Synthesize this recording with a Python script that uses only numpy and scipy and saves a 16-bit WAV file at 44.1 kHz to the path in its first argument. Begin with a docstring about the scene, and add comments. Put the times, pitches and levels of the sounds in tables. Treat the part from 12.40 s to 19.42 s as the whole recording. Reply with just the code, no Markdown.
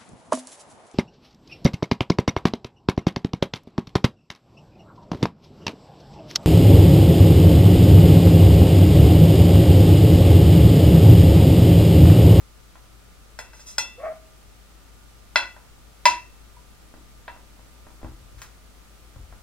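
"""A low room hum and a faint tick; then the loose lid of a round metal tin is slid off, dropped on a
wooden table, picked up and pressed back on. Each contact is a short knock plus the ring of the thin lid.
The rim scrapes, and hoots once by stick-slip as the lid is tipped up. The hand bumps the table, which
booms softly. A small room answers; the stereo microphone is close."""
import sys
import numpy as np
from scipy import signal
from scipy.fft import rfft, irfft
from scipy.io import wavfile
from scipy.ndimage import uniform_filter1d

SR = 44100
rng = np.random.default_rng(int(sys.argv[2]) if len(sys.argv) > 2 else 0)


def to_wav(sig):
    """Store sig (one row per channel, or 1-D mono) as 16-bit WAV at the path in sys.argv[1].

    Samples outside -1..1 are clipped; the rate is SR.
    """
    pcm = np.clip(np.atleast_2d(sig), -1, 1) * 32767
    pcm = np.round(pcm).astype(np.int16)
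    wavfile.write(sys.argv[1], SR, pcm.T)  # frames by channels


N = 309743
FREQS_HZ = np.fft.rfftfreq(N, 1 / SR)
TIME_S = np.arange(N) / SR

# room air and microphone hiss: f/Hz, relative density/dB
AIR_SPECTRUM = [(20, -7), (56, -19.5), (78, -8.5), (108, -15), (150, -19.5), (200, -17.5), (390, -22),
                (850, -25.5), (1500, -28), (8300, -34), (15800, -39.5)]
# likeness of the air in the two channels: f/Hz, correlation
AIR_CORRELATION = [(60, -0.59), (150, 0.31), (380, 0.27), (950, 0.14), (2380, 0.036), (5980, 0.12),
                   (15000, -0.14)]
# hum: f/Hz, rms level/dB, left minus right/dB
HUM_LINES = [(52.4, -54, 6.5), (59.6, -63, 7), (120, -69, 2), (180, -74, 0), (1200, -70.5, 0),
             (1320, -72.5, 0), (1441, -74.5, 0)]

# lid modes, many in beating pairs, plus one short wooden knock of the table near 1.5 kHz: f/Hz
MODE_HZ = [585, 638, 880, 951, 968, 1008, 1402, 1520, 1899, 1990, 2030, 2337, 2469, 2646, 2672, 2694, 3330,
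           3391, 3495, 4133, 4160, 4192, 4958, 5098, 5165, 5856, 6080, 6271, 6912, 7452, 8062, 9524]
# their decay: t60/s
MODE_T60_S = [.06, 0.23, 0.11, 0.21, 0.075, 0.15, 0.093, 0.01, 0.47, 0.17, 0.11, 0.15, 0.45, 0.19, 0.4,
              0.21, 0.24, 0.14, 0.45, 0.12, 0.19, 0.26, 0.08, 0.12, 0.067, 0.19, 0.39, 0.2, 0.11, 0.097,
              .25, 0.3]
# their drive/dB by strike: rim clips tin, edge meets table, lid falls flat, lid seats on tin
MODE_DRIVE_DB = { "rim": [-30, -71, -28, -36, -60, -72, -26, -6, -54, -22.5, -26, -51, -37, -42, -28.5, -38,
                 -34.5, -49, -37.5, -51, -25, -44, -26.5, -15.5, -18, -26, -47, -52, -25, -26, -48, -55],
                 "edge": [-32, -55, -43.5, -29.5, -50, -46, -24.5, -1, -48, -17.5, -20, -41, -60, -19, -41,
                 -32, -40, -16, -58, -22, -36, -28.5, -32, -16, -53, -48, -46, -56, -57, -55.5, -50, -55],
                 "flat": [-15.5, -28, -18.5, -17, -1, -12, -38, -13.5, -39, -19, -12, -20, -30.5, -18.5,
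                 -28, -25, -32, -51, -72, -32.5, -41, -24.5, -15.5, -12.5, -48, -50.5, -38, -26, -41, -50,
                 -49, -33], "seat": [-21, -27.5, -32, -17, -33, -56, -32, 4.5, -45, -15, -17, -24.5, -40,
                 -22, -36, -16, -34, -34, -37, -59, -46, -51, -42, -52, -54, -65, -54, -57, -64, -55, -60,
                 -60]}
# colour of all knocks: f/Hz, gain/dB
KNOCK_SPECTRUM = [(40, 5), (110, -5.5), (250, -4), (335, 2), (420, -9.5), (540, -2), (800, -1.5),
                  (1150, -3.5), (1600, 0.5), (2300, -3), (3500, -4.5), (5100, -2), (6500, 2), (9000, -4.5),
                  (16000, -1)]
# prominence of the modes within a knock, by strike: gain/dB
TINNY_DB = {"rim": 13, "edge": 11, "flat": 5, "seat": 3}
# clink body at 250 Hz, by strike: gain/dB
THUD_DB = {"rim": -1.5, "edge": -14.5, "flat": -10, "seat": -16}
# clink treble from 4 to 11 kHz, by strike: change/dB
TREBLE_FALL_DB = {"rim": -10, "edge": -25, "flat": -19.5, "seat": -52}
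# lid strikes tin or table: t/s, knock level/dB, gain at 4 kHz/dB, knock t60/s, ring level/dB, strike
LID_CLINKS = [(0.3551, -8, -18.5, 0.023, -50, "edge"), (.9895, 2.5, -8.5, 0.026, -13.5, "rim"),
              (1.1334, -14.5, -13.5, 0.017, -23.5, "rim"), (1.1938, -18, -4, .05, -30.5, "rim"),
              (1.3819, 7, -.5, 0.019, -1.5, "rim"), (2.958, 19, -3.5, .017, 2.5, "edge"),
              (2.973, 7, -4, 0.06, -30, "edge"), (3.1643, -5, -26, 0.027, -24.5, "edge"),
              (3.6546, 18, 1, 0.036, -0.5, "flat"), (4.167, -29, -36, .03, -44.5, "flat"),
              (4.8797, 5.5, -16, 0.017, -19.5, "seat")]
# dull knocks of lid and tin under the hand: t/s, level/dB, gain at 250 Hz/dB
HAND_PATS = [(4.5399, -10.5, 10), (4.9629, -8, -3), (5.1916, -15.5, 5.5), (5.4669, -11, 7), (5.505, -17, 6),
             (5.616, -11, 2), (5.63, -5, 11.5), (5.646, -3.5, 10), (6.7598, -14.5, 4), (6.9253, -8.5, 0)]
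# fingers brush off the closed lid: t/s, level/dB, t60/s
FINGER_BRUSHES = [(5.9817, -12.5, 0.22), (6.0178, -2, 0.024), (6.035, -13.5, 0.18)]

# strokes of the rim over the tin: start/s, length/s, level/dB
RIM_STROKES = [(1.128, 0.048, -51), (1.189, 0.019, -47.5), (1.258, 0.069, -37.5)]
# metal-on-metal slips: f/Hz, gain/dB
SLIP_SPECTRUM = [(500, -14), (1500, -17), (3000, -14), (5300, -2), (9000, 0), (13000, 2.5), (16000, -13)]
# rasp of the hoot: f/Hz, gain/dB
RASP_SPECTRUM = [(250, -21), (480, -10), (680, 6), (950, -20), (1130, 0), (1320, -7), (1650, -15.5),
                 (2060, -9), (2500, -21.5), (3500, -41), (6000, -57)]
# hand bumps the table: t/s, level/dB
HAND_BUMPS = [(5.641, -39), (5.80, -49), (5.944, -45.5), (6.762, -40.5), (6.815, -46), (6.894, -48.5)]
# table top modes: f/Hz, t60/s, level/dB
TABLE_MODES = [(43.3, 0.89, -1.5), (58.3, 0.41, 0.5), (79, 0.29, 3), (119.6, 0.62, -2.5), (228, .3, -18),
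               (300.6, 0.36, -14.5), (537, 0.12, -13)]

# room decay: f/Hz, t60/s
ROOM_DECAY = [(100, 0.52), (600, 0.27), (1500, 0.3), (4000, .25), (8000, 0.24), (15000, 0.13)]
# balance at the microphone: f/Hz, left minus right/dB
MIC_BALANCE = [(300, 1.5), (1000, -0.1), (2200, 2), (4500, -0.5), (8000, 3)]
# phase lead of the left channel: f/Hz, lead/rad
MIC_LEAD = [(100, 0), (600, 0.45), (1200, 0.33), (2300, 1.06), (4500, 0.24), (7500, 4), (15000, 3.5)]


def gain_of(db):
    """Decibels to amplitude."""
    return 10 ** (np.asarray(db) / 20)


def decay(t_s, t60_s):
    """Exponential fall, 60 dB per t60."""
    return np.exp(-np.log(1000) * t_s / t60_s)


def unit_rms(x):
    """Scales to rms 1."""
    return x / np.sqrt(np.mean(x ** 2) + 1e-20)


def read(points, hz):
    """Interpolates a table of f/Hz, value on a log axis."""
    f, value = np.transpose(points)
    return np.interp(np.log(hz + 1), np.log(f + 1), value)


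def add(mix, start_s, sound):
    """Mixes a sound in at start_s."""
    part = mix[round(start_s * SR):][:len(sound)]
    part += sound[:len(part)]


def coloured(x, spectrum):
    """Filters by a table of f/Hz, gain/dB; rms 1."""
    return unit_rms(irfft(rfft(x) * gain_of(read(spectrum, FREQS_HZ)), N))


def wander(rate_hz):
    """Random drift up to about rate_hz; rms 1."""
    return unit_rms(irfft(rfft(rng.standard_normal(N)) * np.exp(-(FREQS_HZ / rate_hz) ** 2), N))


def air_and_hum(air_db=-52, drift_rad=0.7, waver=0.12):
    """Room air, microphone hiss and a wavering hum."""
    left, other = (coloured(rng.standard_normal(N), AIR_SPECTRUM) for _ in range(2))
    alike = read(AIR_CORRELATION, FREQS_HZ)
    right = irfft(alike * rfft(left) + np.sqrt(1 - alike ** 2) * rfft(other), N)
    out = gain_of(air_db) * np.array([left, right])
    for hz, db, pan_db in HUM_LINES:
        phase_rad = 2 * np.pi * hz * TIME_S + drift_rad * wander(2.5)
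        line = np.sqrt(2) * np.sin(phase_rad) * (1 + waver * wander(3))
        out += gain_of([[db + pan_db / 2], [db - pan_db / 2]]) * line
    return out


def resonance(hz, mode_hz, width_hz):
    """1 on a mode, towards 0 away from it."""
    return 1 / (1 + ((hz - mode_hz) / width_hz) ** 2)


def knock(thud_db, bright_db, fizz_db, t60_s, tinny_db, size=8192):
    """A burst of fine rattling, coloured by hardness and the lid and wood modes, broad in contact."""
    hz = np.fft.rfftfreq(size, 1 / SR)
    burst = rfft(rng.standard_normal(size) * decay(TIME_S[:size], t60_s))
    unevenness = np.sqrt(uniform_filter1d(abs(burst) ** 2, size=40))
    hardness = [(250, thud_db), (1000, 0), (4000, bright_db), (11000, fizz_db)]
    on_mode = resonance(hz[:, None], np.array(MODE_HZ), width_hz=110).max(axis=1)
    peaks = gain_of(tinny_db * on_mode)
    peaks /= np.sqrt(uniform_filter1d(peaks ** 2, size=300))  # modes gather energy, add none
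    log_gain = np.log(gain_of(read(KNOCK_SPECTRUM, hz) + read(hardness, hz)) * peaks / unevenness)
    mirrored = np.r_[log_gain, log_gain[-2:0:-1]]
    minimum_phase = np.exp(np.conj(signal.hilbert(mirrored)))[:len(hz)]  # silent before contact
    return irfft(burst * minimum_phase)[:size // 2]


def ring(hz, t60_s, db, rise_cycles):
    """Decaying modes that build up over their first cycles."""
    t_s = TIME_S[:SR, None]
    swing = np.sin(2 * np.pi * (hz * t_s + rng.random(len(hz))))
    rise = 1 - np.exp(-t_s * hz / rise_cycles)
    return (gain_of(db) * decay(t_s, t60_s) * rise * swing).sum(1)


def contact_ring(strike, bright_db):
    """The lid's ring and the table's short wooden knock; soft contact weakens modes above 1 kHz."""
    hz = np.array(MODE_HZ)
    softness_db = min(bright_db, 0) * np.maximum(np.log(hz / 1000), 0) / np.log(4)
    drive_db = np.array(MODE_DRIVE_DB[strike]) + softness_db
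    return ring(hz, np.array(MODE_T60_S), drive_db, rise_cycles=1.33)


def clinks(shimmer_db=-32, shimmer_t60_s=0.14, count=26):
    """Lid on tin or table: knocks, rings. Hard hits also stir the thin sheet's faint upper modes."""
    knocks, rings = np.zeros((2, N))
    shimmer_hz = np.geomspace(6400, 15000, count) * rng.uniform(0.98, 1.02, count)
    upper_db = shimmer_db - 10 * np.log2(shimmer_hz / 6400)
    for start_s, knock_db, bright_db, t60_s, ring_db, strike in LID_CLINKS:
        fizz_db = bright_db + TREBLE_FALL_DB[strike]
        hit = knock(THUD_DB[strike], bright_db, fizz_db, t60_s, TINNY_DB[strike])
        add(knocks, start_s, gain_of(knock_db) * hit)
        add(rings, start_s, gain_of(ring_db) * contact_ring(strike, bright_db))
        add(rings, start_s, ring(shimmer_hz, shimmer_t60_s, upper_db + knock_db + fizz_db, rise_cycles=2))
    return knocks, rings


def stroke(start_s, length_s, attack_s, release_t60_s):
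    """Attack, hold and release of one rub."""
    t_s = TIME_S - start_s
    return np.clip(t_s / attack_s, 0, 1) * decay(np.maximum(t_s - length_s, 0), release_t60_s)


def rim_scrape(slips_per_s=2500, ease_db_per_s=152, ring_db=1, hiss_db=-11):
    """Tiny metal-on-metal slips hiss and stir the finger-damped lid and the one wood mode."""
    impulses = rng.standard_normal(N) * (rng.random(N) < slips_per_s / SR)
    envelope = np.zeros(N)
    for start_s, length_s, db in RIM_STROKES:
        easing = gain_of(db - ease_db_per_s * np.maximum(TIME_S - start_s, 0))
        envelope += easing * stroke(start_s, length_s, attack_s=0.017, release_t60_s=0.05)
    slips = coloured(impulses, SLIP_SPECTRUM) * envelope
    body = ring(np.array(MODE_HZ), t60_s=0.06, db=0, rise_cycles=1)
    ringing = signal.fftconvolve(slips, body / np.linalg.norm(body))[:N]
    return gain_of(hiss_db) * slips + gain_of(ring_db) * ringing


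def hoot(start_s=1.575, length_s=0.15, attack_s=0.012, jitter=0.056, gating=0.82):
    """Uneven stick-slip climbs in pitch and locks onto a low lid mode, which rings on: tone, rasp."""
    from_hz, lock_hz, lock_s = 465, 637.5, start_s + 0.0644
    locked_db, off_mode_db, after_ring_db = -32, -11.5, -13
    rasp_peak_db, rasp_lag_s, rasp_fall_db_per_s = -34, 0.02, 274.5
    hz = np.interp(TIME_S, [start_s, lock_s], [from_hz, lock_hz])
    tone_db = locked_db + off_mode_db * (1 - resonance(hz, lock_hz, width_hz=7.8))
    rasp_db = rasp_peak_db - rasp_fall_db_per_s * abs(TIME_S - lock_s - rasp_lag_s)
    roughness = np.minimum(gain_of(rasp_db - tone_db), 1)
    phase_rad = 2 * np.pi * np.cumsum(hz * (1 + jitter * roughness * wander(200))) / SR
    tone = gain_of(tone_db) * np.sqrt(2) * np.sin(phase_rad)
    pulsed_noise = rng.standard_normal(N) * (1 + gating * np.cos(phase_rad))
    rasp = gain_of(rasp_db) * coloured(pulsed_noise, RASP_SPECTRUM)
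    rubbing = stroke(start_s, length_s, attack_s, release_t60_s=0.013)
    after_ring = gain_of(after_ring_db) * stroke(start_s + length_s, 0, attack_s, release_t60_s=0.6)
    return tone * (rubbing + after_ring), rasp * rubbing


def pats(bright_db=-24.5, ring_db=-31):
    """Lid and tin knock dully, damped by the hand: knocks, rings."""
    knocks, rings = np.zeros((2, N))
    for start_s, db, thud_db in HAND_PATS:
        hit = knock(thud_db, bright_db, fizz_db=-34, t60_s=0.019, tinny_db=TINNY_DB["seat"])
        add(knocks, start_s, gain_of(db) * hit)
        add(rings, start_s, gain_of(db + ring_db) * contact_ring("seat", bright_db))
    return knocks, rings


def table_boom(pan_db=5):
    """The table top's low modes boom under the hand, left of centre."""
    out = np.zeros(N)
    for start_s, db in HAND_BUMPS:
        add(out, start_s, gain_of(db) * ring(*np.transpose(TABLE_MODES), rise_cycles=0.45))
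    return out * gain_of([[pan_db / 2], [-pan_db / 2]])


def brushes():
    """Fingers brush off the closed lid in thin bursts of noise."""
    out = np.zeros(N)
    for start_s, db, t60_s in FINGER_BRUSHES:
        burst = knock(thud_db=-36, bright_db=-7.5, fizz_db=-11, t60_s=t60_s, tinny_db=TINNY_DB["seat"])
        add(out, start_s, gain_of(db) * burst)
    return out


def room(x, alike=0.65, gap_s=0.0011, tap_chance=0.1, size=256):
    """Sparse reflections, partly shared by both channels; each band decays at its own rate."""
    onset = np.clip(TIME_S[:SR] / gap_s - 1, 0, 1)
    taps = rng.choice([-1., 1.], (2, SR)) * (rng.random((2, SR)) < tap_chance) * onset
    taps[1] = alike * taps[0] + np.sqrt(1 - alike ** 2) * taps[1]
    hz, t_s, bands = signal.stft(taps, SR, nperseg=size)
    tail = signal.istft(bands * decay(t_s, read(ROOM_DECAY, hz)[:, None]), SR, nperseg=size)[1]
    return signal.fftconvolve(x[None], tail / np.linalg.norm(tail[0]), axes=1)[:, :N]


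def microphone(pair):
    """The tin lies slightly left: that channel is earlier and mostly louder."""
    half = gain_of(read(MIC_BALANCE, FREQS_HZ) / 2) * np.exp(0.5j * read(MIC_LEAD, FREQS_HZ))
    return irfft(rfft(pair) * np.array([half, 1 / half]), N)


def scene():
    """Lid, tin and table in the room."""
    clink_knocks, clink_rings = clinks()
    pat_knocks, pat_rings = pats()
    knocks = clink_knocks + pat_knocks + brushes()
    rings = clink_rings + pat_rings
    tone, rasp = hoot()
    rubbing = rim_scrape() + rasp
    direct = knocks + rings + rubbing + tone
    to_room = gain_of(-1.5) * knocks + gain_of(-2) * rubbing + gain_of(-9) * rings + gain_of(-17) * tone
    return microphone(direct + room(to_room)) + table_boom() + air_and_hum()


def record(dry, ceiling=1.4, cutoff_hz=15900):
    """Soft limiter, then low-pass."""
    limited = ceiling * np.tanh(dry / ceiling)
    lowpass = signal.firwin(511, cutoff_hz, window=("kaiser", 9), fs=SR)
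    return signal.oaconvolve(limited, lowpass[None], "same")


dry = scene()
out = record(dry)
to_wav(out)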